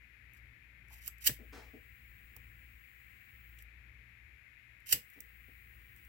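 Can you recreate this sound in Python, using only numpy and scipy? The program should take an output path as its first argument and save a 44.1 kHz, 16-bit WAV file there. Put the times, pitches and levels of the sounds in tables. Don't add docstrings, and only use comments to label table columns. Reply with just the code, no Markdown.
import sys
import numpy as np
from scipy import signal
from scipy.fft import rfft, irfft, next_fast_len
from scipy.io import wavfile
from scipy.ndimage import uniform_filter1d

SR = 44100
rng = np.random.default_rng(int(sys.argv[2]) if len(sys.argv) > 2 else 0)


def wav_record(signal):
    frames = np.transpose(np.atleast_2d(signal))
    bounded = np.clip(frames, -1, 1)
    quanta = np.round(bounded * 32767).astype(np.int16)
    wavfile.write(sys.argv[1], SR, quanta)


N = 268392
TIME = np.arange(N) / SR

# t/s, relative level/dB
SNAPS = [(0.335, -50), (0.348, -56), (0.884, -55), (0.939, -59), (1.061, -35), (1.078, -24.5),
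         (1.183, -52.5), (1.213, -56), (1.26, -24), (1.294, -30), (1.338, -41), (1.345, -52),
         (2.365, -35.5), (3.588, -47), (3.624, -44.5), (4.803, -57.5), (5.101, -48), (5.136, -55),
         (5.205, -34.5), (5.963, -52), (6.05, -52)]
# f/Hz, level/dB
SNAP_EQ = [(500, -2.5), (2000, -8), (4000, -12.5), (6500, 0), (16000, 5.5)]
# f/Hz, level/dB
RASP_EQ = [(1500, -4), (2800, 4), (4300, -4.5), (5600, 0), (8500, -2), (12000, 0), (16000, -0.5)]
# f/Hz, level/dB
LEFT_EQ = [(100, -3.5), (700, -4.5), (1300, 6), (1800, 15), (2500, 5), (4000, 1.5), (5200, -8), (8000, -4),
           (11000, -9.5), (15000, -7.5)]

def wheel(snap_s=0.00059, snap_db=3, left_lag_samples=30):
    rasp, spin = friction()
    speed = np.sqrt((rasp + spin) / np.max(rasp + spin))
    teeth_hz = (250 + 2200 * speed) * np.exp(.3 * drift(500))
    tooth_phase = np.cumsum(teeth_hz) / SR % 1
    grains = rng.standard_normal(N) * np.exp(-1.3 * tooth_phase) * undb(1.5 * drift(5000))
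    grit = unit(grains) * undb(2.2 * drift(300))
    blur = unit(rng.standard_normal(N) * np.exp(-.7 * tooth_phase))
    snap_envelope = sum(undb(db + snap_db) * gate(t, t, .0001, snap_s) for t, db in SNAPS)
    snaps = colour(snap_envelope * rng.standard_normal(N), SNAP_EQ)
    right = hood(colour(rasp * grit, RASP_EQ) + spin * blur + snaps)
    left = colour(np.roll(right, left_lag_samples), LEFT_EQ)
    return np.array([room(left, near_db=-2.5, tail_db=-8.0), room(right, near_db=-10.5, tail_db=-14.5)])


# start t/s, end t/s, level reached/dB
GRIP_RUBS = [(0.341, 0.379, -67), (.893, 0.943, -53.5), (0.947, 0.988, -59.5), (1.007, 1.078, -47),
             (1.202, 1.227, -46), (3.563, 3.61, -63), (5.101, 5.14, -67.5), (5.949, 5.981, -67.5)]
# grip t/s, slip t/s, grip level/dB, spin level/dB, spin half length/s
WHEEL_STRIKES = [(1.239, 1.273, -41, -17.5, .0062), (4.858, 4.928, -54.5, -13.5, .003)]

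def friction(swell_db=12.5, slip_db=-30.5, coast_s=.02, tail_db=-7, tail_s=.008):
    rasp, spin = np.zeros((2, N))
    for start, end, db in GRIP_RUBS:
        swell = undb(db + np.interp(TIME, [start, end], [-swell_db, 0]))
        rasp += swell * gate(start, end, 0.0065, .011)
    for grip, slip, grip_db, spin_db, spin_s in WHEEL_STRIKES:
        build = undb(np.interp(TIME, [grip, slip], [grip_db, slip_db]))
        rasp += build * gate(grip, slip, .001, coast_s)
        burst = np.exp(-.5 * ((TIME - slip) / spin_s) ** 2)
        tail = undb(tail_db) * gate(slip, slip, .001, tail_s)
        spin += undb(spin_db) * np.maximum(burst, tail)
    return rasp, spin


# f/Hz, width/Hz, level/dB
HOOD_MODES = [(2660, 74, -5.5), (4800, 470, -6), (5940, 80, 1.5), (6280, 36, -6.5), (6530, 50, -2),
              (7800, 92, 10), (9530, 130, 0), (11100, 210, -0.5), (11740, 190, 0), (12300, 45, 2),
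              (13260, 200, -1), (13800, 310, -2), (14000, 72, 3.5), (14700, 50, -0.5)]
# f/Hz, level/dB
FLINT_EQ = [(100, -25), (400, -18), (750, -17), (1400, -21.5), (2300, -11), (3200, -4.5), (4000, -9),
            (5000, -0.5), (6200, -4), (7000, -4), (9200, -6), (11000, -1.5), (13500, 1.5), (16000, 0)]

def hood(contact):
    impulse = signal.unit_impulse(N)
    rings = sum(undb(db) * signal.lfilter(*signal.iirpeak(hz, hz / width, fs=SR), impulse)
                for hz, width, db in HOOD_MODES)
    response = colour(impulse + rings, FLINT_EQ)[:SR // 5]
    return signal.fftconvolve(contact, response / np.linalg.norm(response))[:N]


# t/s, level/dB, decay/s
THUDS = [(1.078, -60.5, 0.01), (1.27, -49.5, 0.013), (1.288, -36, 0.017), (2.366, -57, 0.016),
         (4.929, -48.5, 0.03), (4.948, -49.5, 0.015)]
# f/Hz, level/dB
CASE_EQ = [(30, -12), (70, -1.5), (125, 4.5), (180, -0.5), (310, -6), (400, -15.5), (470, -6.5), (560, -15),
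           (750, -24), (1500, -33), (4000, -54.5)]
# t/s, level/dB, f/Hz, decay/s
CASE_KNOCKS = [(0.906, -66, 850, 0.036), (1.078, -55, 1360, 0.0079), (1.292, -34.5, 1915, 0.0046),
               (2.363, -61, 880, 0.0056), (2.366, -63, 2900, 0.0035), (3.586, -57, 2770, 0.0063),
               (4.928, -53, 1900, 0.0038)]

def thumb(knock_q=2.5):
    thud_envelope = sum(undb(db) * gate(t, t, 0.0025, decay) for t, db, decay in THUDS)
    knocks = 0
    for t, db, hz, decay in CASE_KNOCKS:
        knocks += undb(db) * gate(t, t, 0.0014, decay) * band_noise(hz, hz / knock_q, order=2)
    return pan(thud_envelope * noise(CASE_EQ), left_db=3.0) + pan(knocks, left_db=2.5)


# t/s, length/s, level/dB, rush against flutter/dB
FLAME_FLUTTERS = [(1.386, 0.063, -60, -20), (1.522, 0.11, -61.5, 6), (1.733, 0.045, -55.5, -35),
                  (5.155, 0.068, -67.5, -9), (5.476, 0.032, -68, -26)]
# f/Hz, level/dB
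FLUTTER_EQ = [(100, -36), (170, -10), (235, 2.5), (285, 0.5), (350, -5), (520, -4.5), (700, -15.5),
              (950, -29), (2000, -49)]
# f/Hz, level/dB
RUSH_EQ = [(200, -21), (450, 3), (900, -5), (1600, -3), (3000, -12.5), (5000, -13.5), (8000, -21.5),
           (15000, -31)]

def flame():
    flutter, rush = noise(FLUTTER_EQ), noise(RUSH_EQ)
    puffs = 0
    for t, length, db, rush_db in FLAME_FLUTTERS:
        envelope = undb(db) * gate(t, t + length / 2, 0.0052, length / 2)
        puffs += envelope * (flutter + undb(rush_db) * rush)
    return np.array([room(side, near_db=-3.5, tail_db=-4.5) for side in pan(puffs, left_db=0.5)])


# start t/s, end t/s, level/dB
VALVE_OPEN = [(1.29, 3.6, -65), (4.943, 6.2, -68.5)]
# f/Hz, level/dB
JET_EQ = [(1500, -32.5), (2300, -10.5), (2900, -11), (3300, -27.5), (6000, -32), (7100, -13), (8000, -17.5),
          (9000, -13), (10500, -18), (12300, -14.5), (14300, -5.5), (15100, -7.5), (15700, -0.5)]
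# start t/s, end t/s, f/Hz, width/Hz, level/dB
JET_WHISTLES = [(1.29, 3.59, 2810, 200, -77.5), (1.287, 3.59, 15660, 295.2, -70.5),
                (4.939, 6.2, 2844, 200, -78.5), (4.94, 6.2, 9320, 447, -82),
                (4.935, 6.2, 13990, 396, -78.5), (4.943, 6.2, 15650, 350, -69)]

def gas(hiss_waver_db=0.3, whistle_waver_db=1.3):
    flow = sum(undb(db) * gate(start, end, .01, .01) for start, end, db in VALVE_OPEN)
    jet = flow * undb(hiss_waver_db * drift(5.8)) * np.array([noise(JET_EQ), noise(JET_EQ)])
    for start, end, hz, width, db in JET_WHISTLES:
        whistle = band_noise(hz, width, order=1, shape=(2, N))
        jet += undb(db + whistle_waver_db * drift(7)) * gate(start, end, .01, .01) * whistle
    return pan(jet, left_db=2)


# t/s, relative level/dB
HUM_RIDE = [(0.0, -61), (0.12, -70), (0.44, -58), (0.62, -74.5), (0.9, -60), (1.66, -54), (1.72, -63.5),
            (2.76, -60), (2.84, -74), (3.16, -61.5), (3.259, -71.5), (3.54, -55), (4.44, -68), (4.52, -76),
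            (4.74, -67.5), (5.16, -74), (5.26, -61), (6.08, -63)]
# f/Hz, level/dB
RUMBLE_EQ = [(20, -18), (40, -2.5), (65, 8.5), (110, -1.5), (160, -10.5), (210, -10.5), (400, -21),
             (700, -31), (1500, -28), (5000, -54)]

def hum(hz=58.06, trim_db=-2.5, octave_db=-73, rumble_db=-67, waver_db=1.13, follow=0.3):
    ride_db = np.interp(TIME, *np.transpose(HUM_RIDE))
    phase = 2 * np.pi * hz * TIME + .35 * drift(8)
    fundamental = undb(ride_db + trim_db + waver_db * drift(11)) * unit(np.sin(phase))
    octave = undb(octave_db + waver_db * drift(11)) * unit(np.sin(2 * phase))
    swell = undb(follow * (ride_db - ride_db.mean()) + 1.5 * drift(4))
    rumble = undb(rumble_db) * noise(RUMBLE_EQ)
    return pan(fundamental + swell * (octave + rumble), left_db=4.5)


# f/Hz, level/dB
HISS_EQ = [(100, 6), (700, 5), (1500, -0.5), (4000, -3), (6000, -6), (7000, -8), (9000, -11.5),
           (12000, -0.5), (16000, -5)]
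# f/Hz, level/dB
PORT_EQ = [(500, -43), (1000, -29), (1400, -17), (1750, -7), (2150, -2.5), (2500, -6), (3000, -20.5),
           (4000, -28.5), (6000, -43.5), (7200, -36), (8500, -47.5), (15000, -37.5)]

def microphone_hiss(hiss_db=-78, rumble_db=-79, port_db=-57):
    floor = np.array([undb(hiss_db) * noise(HISS_EQ) + undb(rumble_db) * noise(RUMBLE_EQ)
                      for _ in range(2)])
    floor[0] += undb(port_db + 0.38 * drift(4.1)) * noise(PORT_EQ)
    return floor


def room(x, near_db, tail_db, near_s=0.0024, t60=.18):
    t = TIME[:SR // 2]
    near, tail = rng.standard_normal((2, len(t))) * (t > .001)
    near = near * np.exp(-t / near_s)
    tail = tail * undb(-60 * t / t60) * (1 - np.exp(-t / 0.0016))
    response = undb(near_db) * near / np.linalg.norm(near) + undb(tail_db) * tail / np.linalg.norm(tail)
    return x + signal.fftconvolve(x, response)[:N]


def undb(db):
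    return 10 ** (np.asarray(db) / 20)


def unit(x):
    return x / np.sqrt(np.mean(x ** 2))


def colour(x, eq):
    hz, db = np.transpose(eq)
    size = next_fast_len(N + 8192, real=True)
    size += size % 2
    freq = np.maximum(np.fft.rfftfreq(size, 1 / SR), 1)
    gain = undb(np.interp(np.log(freq), np.log(hz), db))
    cepstrum = irfft(np.log(gain))
    cepstrum[1:size // 2] *= 2
    cepstrum[size // 2 + 1:] = 0
    return irfft(rfft(x, size) * np.exp(rfft(cepstrum)))[:N]


def noise(eq):
    return unit(colour(rng.standard_normal(N), eq))


def band_noise(hz, width, order, shape=N):
    band = signal.butter(order, [hz - width / 2, hz + width / 2], "bandpass", fs=SR, output="sos")
    return unit(signal.sosfilt(band, rng.standard_normal(shape)))


def drift(rate_hz):
    hold = int(SR / rate_hz)
    steps = np.repeat(rng.standard_normal(N // hold + 1), hold)
    return unit(uniform_filter1d(uniform_filter1d(steps, hold), hold)[:N])


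def gate(start, end, attack, release):
    envelope = np.zeros(N)
    on = slice(int(start * SR) + 1, int((end + 10 * release) * SR))
    rise = 1 - np.exp(-(TIME[on] - start) / attack)
    envelope[on] = rise * np.exp(-np.maximum(TIME[on] - end, 0) / release)
    return envelope


def pan(x, left_db):
    return x * undb(np.array([[left_db], [-left_db]]) / 2)


def scene():
    return wheel() + thumb() + flame() + gas() + hum() + microphone_hiss()


def record(dry, top_hz=15850):
    return signal.sosfilt(signal.ellip(12, .1, 80, top_hz, fs=SR, output="sos"), dry)


dry = scene()
out = record(dry)
wav_record(out)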